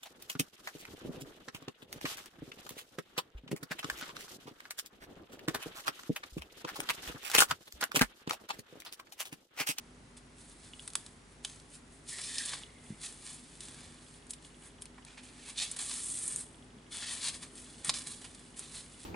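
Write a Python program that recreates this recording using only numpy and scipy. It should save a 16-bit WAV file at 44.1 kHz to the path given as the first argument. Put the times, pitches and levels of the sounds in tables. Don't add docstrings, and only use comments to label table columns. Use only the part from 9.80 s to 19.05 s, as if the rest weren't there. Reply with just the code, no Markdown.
import sys
import numpy as np
from scipy import signal
from scipy.fft import rfft, irfft
from scipy.io import wavfile
from scipy.ndimage import map_coordinates

SR = 44100
rng = np.random.default_rng(int(sys.argv[2]) if len(sys.argv) > 2 else 0)


def put_to_file(sound):
    columns = np.atleast_2d(sound).T
    safe = np.clip(columns, -1, 1)
    whole_steps = np.round(safe * 32767)
    wavfile.write(sys.argv[1], SR, whole_steps.astype(np.int16))


N = 407925
TIME = np.arange(N) / SR
FREQS = np.maximum(np.arange(N // 2 + 1) * SR / N, 1)

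# (time at full speed [s], rise [s], hold [s], fade [s],
# flex [dB], rasp [dB], hiss [dB], ring of the free sheet [Hz], damped if below 100)
STROKES = [(0.594, 0.033, 0.023, 0.13, -75, -63.5, -56.5, 0),
           (0.706, .06, 0.017, 0.058, -80, -66, -59.5, 0), (0.845, 0.095, 0.022, 0.11, -70, -60, -57.5, 0),
           (1.02, 0.13, .04, 0.15, -73, -62, -55, 0), (1.166, 0.05, .1, 0.13, -71, -66.5, -61, 3350),
           (1.513, 0.041, 0.0077, 0.058, -79, -82, -67, 0),
           (1.642, 0.011, 0.059, 0.15, -65, -56.5, -53.5, 6400),
           (1.945, 0.049, 0.0082, 0.039, -71, -56.5, -49.5, 0), (2.15, 0.089, .01, 0.1, -85, -73, -63, 0),
           (2.29, 0.031, 0.023, 0.19, -64, -47.5, -42, 5350),
           (2.43, 0.087, 0.037, .2, -57, -46, -43.5, 5350),
           (2.559, 0.072, 0.14, 0.14, -60.5, -44.5, -42, 3500),
           (2.729, 0.057, 0.012, 0.11, -51, -50, -56, 4100),
           (3.069, 0.13, 0.0088, 0.17, -65, -63.5, -58, 0),
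           (3.239, 0.046, 0.023, 0.086, -56.5, -44.5, -41.5, 0),
           (3.481, 0.14, 0.019, 0.17, -60, -49.5, -45.5, 0), (3.69, 0.089, 0.13, .1, -80, -66, -63, 0),
           (3.82, 0.034, .03, 0.44, -66.5, -55, -52.5, 0), (3.976, .2, 0.025, 0.48, -64.5, -64.5, -72, 0),
           (4.33, 0.18, 0.044, 0.033, -91, -71, -63, 0), (4.65, .05, .01, 0.062, -75, -61, -59, 0),
           (4.86, 0.12, 0.014, 0.039, -62.5, -63, -53, 0),
           (5.267, .02, 0.073, 0.088, -64, -60.5, -68, 2510), (5.436, .02, .03, 0.13, -67, -60, -58, 2510),
           (5.6, 0.11, .03, 0.088, -65, -58, -61, 2510),
           (5.687, 0.063, 0.014, 0.05, -57.5, -49.5, -45.5, 2510),
           (5.777, 0.011, 0.017, 0.081, -62, -38.5, -40.5, 3600),
           (5.825, 0.055, 0.015, 0.048, -49.5, -37.5, -39, 2300),
           (5.91, 0.049, 0.022, 0.17, -60.5, -51, -52, 0),
           (5.991, 0.011, 0.019, 0.12, -54.5, -43, -37.5, 1170),
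           (6.096, .07, 0.042, 0.31, -59.5, -46.5, -38, 1170), (6.27, 0.11, .02, .3, -71, -57, -39.5, 8550),
           (6.445, 0.23, 0.17, 0.043, -60.5, -56.5, -42.5, 8555),
           (7.122, 0.016, .085, 0.066, -53.5, -46, -43, 3330),
           (7.24, 0.05, 0.054, 0.091, -57.5, -45, -58, 1820),
           (7.297, 0.044, 0.021, .2, -53.5, -48, -40, 3330),
           (7.443, 0.063, 0.031, 0.056, -49.5, -37.5, -38.5, 4070),
           (7.546, 0.019, 0.0085, 0.042, -57, -47, -45.5, 0),
           (7.626, 0.03, 0.0083, 0.053, -54, -48, -48.5, 0),
           (7.785, 0.083, 0.0088, 0.11, -62.5, -54.5, -47, 0), (7.9, 0.13, 0.15, .1, -67.5, -60, -58.5, 0),
           (8.058, .012, 0.037, 0.02, -50.5, -45.5, -41.5, 8900),
           (8.139, .005, 0.033, 0.053, -50.5, -41.5, -40.5, 5103),
           (8.213, 0.046, 0.02, 0.092, -60, -59, -51.5, 0),
           (8.27, .02, 0.041, 0.12, -61.5, -50, -44.5, 4060), (8.416, .05, 0.21, 0.39, -70, -63, -60.5, 0),
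           (8.777, 0.018, 0.016, 0.086, -67, -53, -45.5, 0),
           (8.832, .04, 0.0083, 0.057, -59, -55, -59, 4060),
           (8.955, 0.08, .015, 0.088, -56, -48.5, -43.5, 4060), (9.22, .25, .03, .1, -69, -57.5, -55.5, 0)]
# (flex [dB], rasp [dB], hiss [dB])
RESTING_DB = [-79.5, -80, -71]
# (low edge [Hz], high edge [Hz])
RANGES = [(560, 2200), (2200, 6500), (6700, 12500)]
# (frequency [Hz], density [dB per Hz])
CARD = [(250, -20.5), (480, -17), (700, -11.5), (1000, -12), (1450, -12), (1800, -11.5), (2500, -8),
        (3600, -3), (5000, -4), (5800, -7.5), (7200, -4), (8700, 2.5), (9700, 2.5), (11000, -5)]
# (frequency [Hz], width [Hz], boost [dB])
CARD_PEAKS = [(684, 140, -2), (1196, 60, 2), (1810, 93, 3.5), (3450, 400, 2), (4160, 570, 2),
              (4930, 340, 1), (6370, 1200, 1), (7640, 510, 1.5), (8600, 600, 0.5)]
# (time [s], flex [dB], rasp [dB], hiss [dB], length [s],
# ring of the free sheet [Hz], damped if below 100); levels are rms over 10 ms
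SNAPS = [(0.3666, -65, -54.5, -51, 0.033, 0), (1.0763, -56.5, -47, -39.5, 0.011, 1450),
         (1.102, -72, -55, -52, .008, 0), (1.134, -63, -54, -48, .008, 0),
         (1.1534, -42.5, -34, -28.5, 0.0094, 1400), (1.2626, -64, -50, -50.5, .012, 0),
         (1.6478, -49.5, -36.5, -39.5, 0.012, 2998), (1.7989, -79, -57, -59, 0.0092, 0),
         (2.3804, -46.5, -47, -58, 0.03, 0), (2.5825, -70, -36, -39, 0.0096, 5353),
         (2.6585, -63, -47, -36.5, .015, -6), (2.733, -41.5, -39.5, -58, 0.015, 0),
         (3.8054, -75, -47, -45, 0.012, 0), (3.8842, -60, -53, -49, 0.0074, 0),
         (4.467, -66, -70, -56, 0.0091, 0), (4.493, -73, -56, -46, 0.043, 0),
         (4.506, -64, -49, -36, 0.012, 0), (4.5333, -64, -47.5, -45.5, .014, 0),
         (5.011, -78, -65, -54, .03, 0), (5.0197, -68, -50.5, -41.5, 0.015, 0),
         (5.055, -64, -54, -49.5, 0.011, 0), (5.179, -55, -66, -71, 0.022, 900),
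         (5.249, -68, -57, -51.5, 0.009, 0), (5.371, -50.5, -50, -59, 0.05, 2510),
         (5.913, -62, -58, -33.5, 0.017, 0), (5.963, -52, -46.5, -39, 0.021, 0),
         (6.478, -65, -62, -33.5, .009, 8550), (6.5605, -59, -67, -32.5, 0.0042, 8550),
         (7.2195, -51, -51, -52, 0.034, 1822), (7.4816, -47, -36.5, -34, 0.023, 4070),
         (8.0464, -51, -44.5, -34, 0.013, 0), (8.0926, -36.5, -25, -33, .017, 700),
         (8.0973, -45, -33, -41, 0.0089, 5100), (8.413, -57, -52, -50, 0.025, 0),
         (8.441, -50.5, -48.5, -47, 0.036, 2900), (8.547, -73, -53.5, -52.5, .014, 4),
         (8.793, -58, -55, -38, 0.0094, 7)]
# (time [s], level [dB])
SING = [(2.25, -85), (2.33, -56.5), (2.45, -58), (2.62, -52.5), (2.76, -60), (2.84, -67), (3.15, -70.5),
        (3.35, -83)]
# (time [s], frequency [Hz])
SING_HZ = [(2.3, 1980), (2.5, 1900), (2.65, 1760), (2.85, 2060), (3.2, 2080)]
# (time [s], left minus right [dB])
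PLACE = [(0, -2), (2.7, -1.5), (5.8, -2.2), (6.6, -2), (7.15, 0), (7.5, 0), (8.2, -2.8), (8.8, -2.5)]
# (frequency [Hz], left minus right [dB])
CARD_BALANCE = [(400, -6), (1100, -0.5), (2000, -0.6), (5000, 1.5), (9000, 1.7)]
# (time [s], level [dB])
BUMPS = [(3.103, -38), (3.122, -45), (6.966, -48), (8.082, -43), (8.094, -50)]
# (frequency [Hz], level [dB], t60 [s])
DESK = [(115, -20, 0.063), (157, -2, 0.058), (207, 0.5, 0.056), (297, -10, 0.044)]
# (time of the middle [s], length [s], level [dB])
ARM_SHIFTS = [(2.794, 0.66, -61), (3.953, 0.37, -60.5), (4.873, 0.35, -62.5), (6.55, 0.98, -59.5),
              (7.597, 0.55, -60.5), (8.2, 0.74, -59), (8.95, .7, -63.5)]
# (start [s], end [s], level [dB])
TICKING = [(2.904, 3.2, -51), (4.105, 7.1, -52.5), (7.703, 9.2, -49.5)]
# (time [s], level [dB])
PINGS = [(.935, -37), (.995, -35), (2.835, -38), (2.864, -48), (4.648, -44)]
# (frequency [Hz], level [dB], t60 [s])
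TICK_MODES = [(2960, -9, 0.035), (3350, -6, 0.012), (3300, -11, 0.017)]
# (frequency [Hz], density [dB per Hz])
ROOM = [(20, -20), (36, -12), (55, -10), (80, -4), (150, -6.5), (185, -7.5), (247, -4), (400, -11),
        (505, -13.5), (1000, -15.5), (1850, -18), (2900, -22), (6000, -26), (11000, -32)]
# (frequency [Hz], likeness [0-1])
LIKENESS = [(50, 1), (130, 0.9), (260, 0.91), (500, 0.4), (1000, 0.1), (3000, 0.2), (9000, 0.64)]
# (frequency [Hz], rms level [dB], waver [rad of phase; half of it as share of level])
HUM = [(50, -65.5, .18), (150, -69, .35), (246, -66, .75), (404, -74, .4), (851, -85, 1.3)]


def from_db(db):
    return 10 ** (np.asarray(db) / 20)


def rms_one(x):
    return x / np.sqrt(np.mean(x ** 2) + 1e-20)


def in_time(rows):
    s, *columns = np.transpose(rows)
    return [np.interp(TIME, s, column) for column in columns]


def by_frequency(points):
    hz, value = np.transpose(points)
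    return np.interp(np.log(FREQS), np.log(hz), value)


def drift(rate):
    knots = rng.standard_normal(int(N / SR * rate) + 4)
    return rms_one(np.interp(TIME * rate, np.arange(len(knots)), knots))


def causal(gain):
    cepstrum = irfft(np.log(gain + 1e-5), N)[:4096]
    cepstrum[1:] *= 2
    return irfft(np.exp(rfft(cepstrum)))[:1024]


def convolve(x, response):
    return signal.oaconvolve(x, response)[:N]


def sliding(responses, judder_db=0.8, patchy_db=1.06, ring_db=0.0):
    grip = judder_db * drift(170)
    rub = friction(catches_per_s=1800, size_db=2.0, smooth_share=0.5) + crackles()
    ranges = []
    for response in responses:
        uneven_db = grip + patchy_db * drift(90)
        ranges.append(convolve(rub * from_db(uneven_db), response))
    ranges = np.array(ranges)
    out = from_db(RESTING_DB) @ ranges
    for s, rise, hold, fade, *levels, hz in STROKES:
        span = slice(max(int((s - 2 * rise) * SR), 0), int((s + hold + 2 * fade) * SR))
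        swell = from_db(stroke_db(TIME[span] - s, rise, hold, fade))
        stroke = from_db(levels) @ ranges[:, span] * swell
        out[span] += free_sheet(stroke, hz, ring_db)
    return out


def friction(catches_per_s, size_db, smooth_share, clump_db=2.5):
    sizes = from_db(size_db * np.minimum(rng.exponential(1, N), 4)) * rng.choice([-1, 1], N)
    chance = catches_per_s * from_db(clump_db * drift(250)) / SR
    catches = rms_one(sizes * (rng.random(N) < chance))
    share = np.clip(smooth_share, 0, 1)
    return np.sqrt(1 - share) * catches + np.sqrt(share) * rng.standard_normal(N)


def crackles(per_s=11):
    return (rng.random(N) < per_s / SR) * rng.uniform(8, 20, N)


def stroke_db(t, rise, hold, fade, span_db=20, jerk_db=3, sudden_s=0.026, settle_s=0.01, bend=1.03):
    ramp = np.maximum(-t / rise, 0) + np.maximum((t - hold) / fade, 0)
    jerk = jerk_db * np.exp(-rise / sudden_s - np.abs(t) / settle_s)
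    return jerk - span_db * ramp ** bend


def card_responses():
    colour_db = by_frequency(CARD)
    for hz, width, db in CARD_PEAKS:
        colour_db = colour_db + db / (1 + (2 * (FREQS - hz) / width) ** 2)
    responses = []
    for (low, high), order in zip(RANGES, (6, 12, 14)):
        band = 1 / np.sqrt((1 + (low / FREQS) ** order) * (1 + (FREQS / high) ** 14))
        response = causal(band * from_db(colour_db - colour_db.max()))
        responses.append(response / np.linalg.norm(response))
    return responses


def free_sheet(x, hz, ring_db, width_hz=330):
    if hz < 100:
        return x
    ringing = signal.lfilter(*signal.iirpeak(hz, hz / width_hz, fs=SR), x)
    return x + from_db(ring_db) * ringing


def mat_echo(x, mirrored=0.3, delay_s=.0016, wander=0.163):
    late = np.arange(N) - SR * delay_s * np.exp(wander * drift(6))
    return (x + mirrored * map_coordinates(x, [late], order=3)) / np.hypot(1, mirrored)


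def snapping(responses, trim_db=-2.5, ring_db=4.5):
    out, t = np.zeros(N), TIME[:SR // 8]
    for s, *levels, length, hz in SNAPS:
        rise = length ** 2 / .17
        envelope = (1 - np.exp(-t / rise)) * from_db(-30 * t / length)
        impacts = envelope * rng.standard_normal(len(t))
        impacts /= np.linalg.norm(impacts)
        impacts[SR // 1500] += 2 * np.exp(-length / .01)
        snap = np.zeros(len(t))
        for db, response in zip(levels, responses):
            burst = signal.fftconvolve(impacts, response)[:len(t)]
            burst /= np.linalg.norm(burst)
            snap += from_db(db + trim_db) * np.sqrt(SR / 100) * burst
        start = int(s * SR)
        out[start:start + len(t)] += free_sheet(snap, hz, ring_db)
    return out


def singing(flutter_db=3.3, rough_above_db=-68):
    level_db = in_time(SING)[0]
    phase = 2 * np.pi * np.cumsum(in_time(SING_HZ)[0]) / SR
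    rough = drift(450) * np.cos(phase) + drift(450) * np.sin(phase)
    thin = drift(90) * np.cos(phase) + drift(90) * np.sin(phase)
    fluttering = rough * from_db(flutter_db * drift(70))
    share = 1 / (1 + from_db(4 * (rough_above_db - level_db)))
    band = np.sqrt(share) * fluttering + np.sqrt(1 - share) * thin
    return from_db(level_db) * rms_one(band)


def strike(hits, modes, vary_db):
    out, rows = np.zeros(N), np.array(hits)
    for hz, db, t60 in modes:
        clicks = np.zeros(N)
        strengths_db = rows[:, 1] + db + vary_db * rng.standard_normal(len(rows))
        clicks[(rows[:, 0] * SR).astype(int)] = from_db(strengths_db)
        r, w = from_db(-60 / (t60 * SR)), 2 * np.pi * hz / SR
        out += signal.lfilter([0, np.sin(w)], [1, -2 * r * np.cos(w), r * r], clicks + 1e-18)
    return out


def bumping(low_hz=105, soft_hz=360):
    soften = signal.butter(2, [low_hz, soft_hz], "band", fs=SR, output="sos")
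    return signal.sosfilt(soften, strike(BUMPS, DESK, vary_db=4.0))


def forearm(low_hz=70, high_hz=340):
    dull = signal.butter(2, [low_hz, high_hz], "band", fs=SR, output="sos")
    rumble = signal.sosfilt(dull, rng.standard_normal(N))
    power = sum(from_db(db) ** 2 * np.exp(-(2 * (TIME - s) / length) ** 2) for s, length, db in ARM_SHIFTS)
    return np.sqrt(power) * rms_one(rumble)


def ticking(period_s=.04, weak_db=-7, thin_hz=2000):
    ticks = []
    for start, end, db in TICKING:
        for k, s in enumerate(np.arange(start, end, period_s)):
            ticks.append((s, db + weak_db * (k % 2)))
    ringing = strike(ticks + PINGS, TICK_MODES, vary_db=3.0)
    return signal.sosfilt(signal.butter(3, thin_hz, "high", fs=SR, output="sos"), ringing)


def background(noise_db=-58):
    mid, side = rfft(rng.standard_normal((2, N)))
    alike = np.clip(by_frequency(LIKENESS), 0, 1)
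    pair = np.sqrt(1 + alike) * mid + np.sqrt(1 - alike) * side * [[1], [-1]]
    noise = rms_one(irfft(pair * from_db(by_frequency(ROOM)), N))
    hum = np.zeros(N)
    for hz, db, waver in HUM:
        tone = np.sin(2 * np.pi * hz * TIME + waver * drift(14))
        hum += from_db(db) * rms_one(tone * (1 + waver / 2 * drift(14)))
    return from_db(noise_db) * noise + hum


def room(x, early_db=-12, early_t60=0.032, tail_db=-13.5, tail_t60=0.19):
    t, sides = TIME[:SR // 2], []
    for sign in (1, -1):
        response = np.zeros(len(t))
        for db, t60, delay in ((early_db, early_t60, .001), (tail_db, tail_t60, .007)):
            echoes = rng.standard_normal(len(t)) * from_db(-60 * t / t60) * (t > delay)
            response += from_db(db) * echoes / np.linalg.norm(echoes)
        response[0] = 1
        balance = causal(from_db(sign * by_frequency(CARD_BALANCE) / 2))
        sides.append(convolve(convolve(x, response), balance))
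    return np.array(sides)


def scene():
    responses = card_responses()
    card = from_db(-3.5) * mat_echo(sliding(responses)) + snapping(responses) + singing()
    pan = from_db(in_time(PLACE)[0] / 2 * [[1], [-1]])
    desk = bumping() + forearm()
    return pan * room(card) + room(ticking()) + desk + background()


def record(dry, cutoff_hz=11080):
    return signal.sosfilt(signal.ellip(12, .2, 80, cutoff_hz, fs=SR, output="sos"), dry)


dry = scene()
out = record(dry)
put_to_file(out)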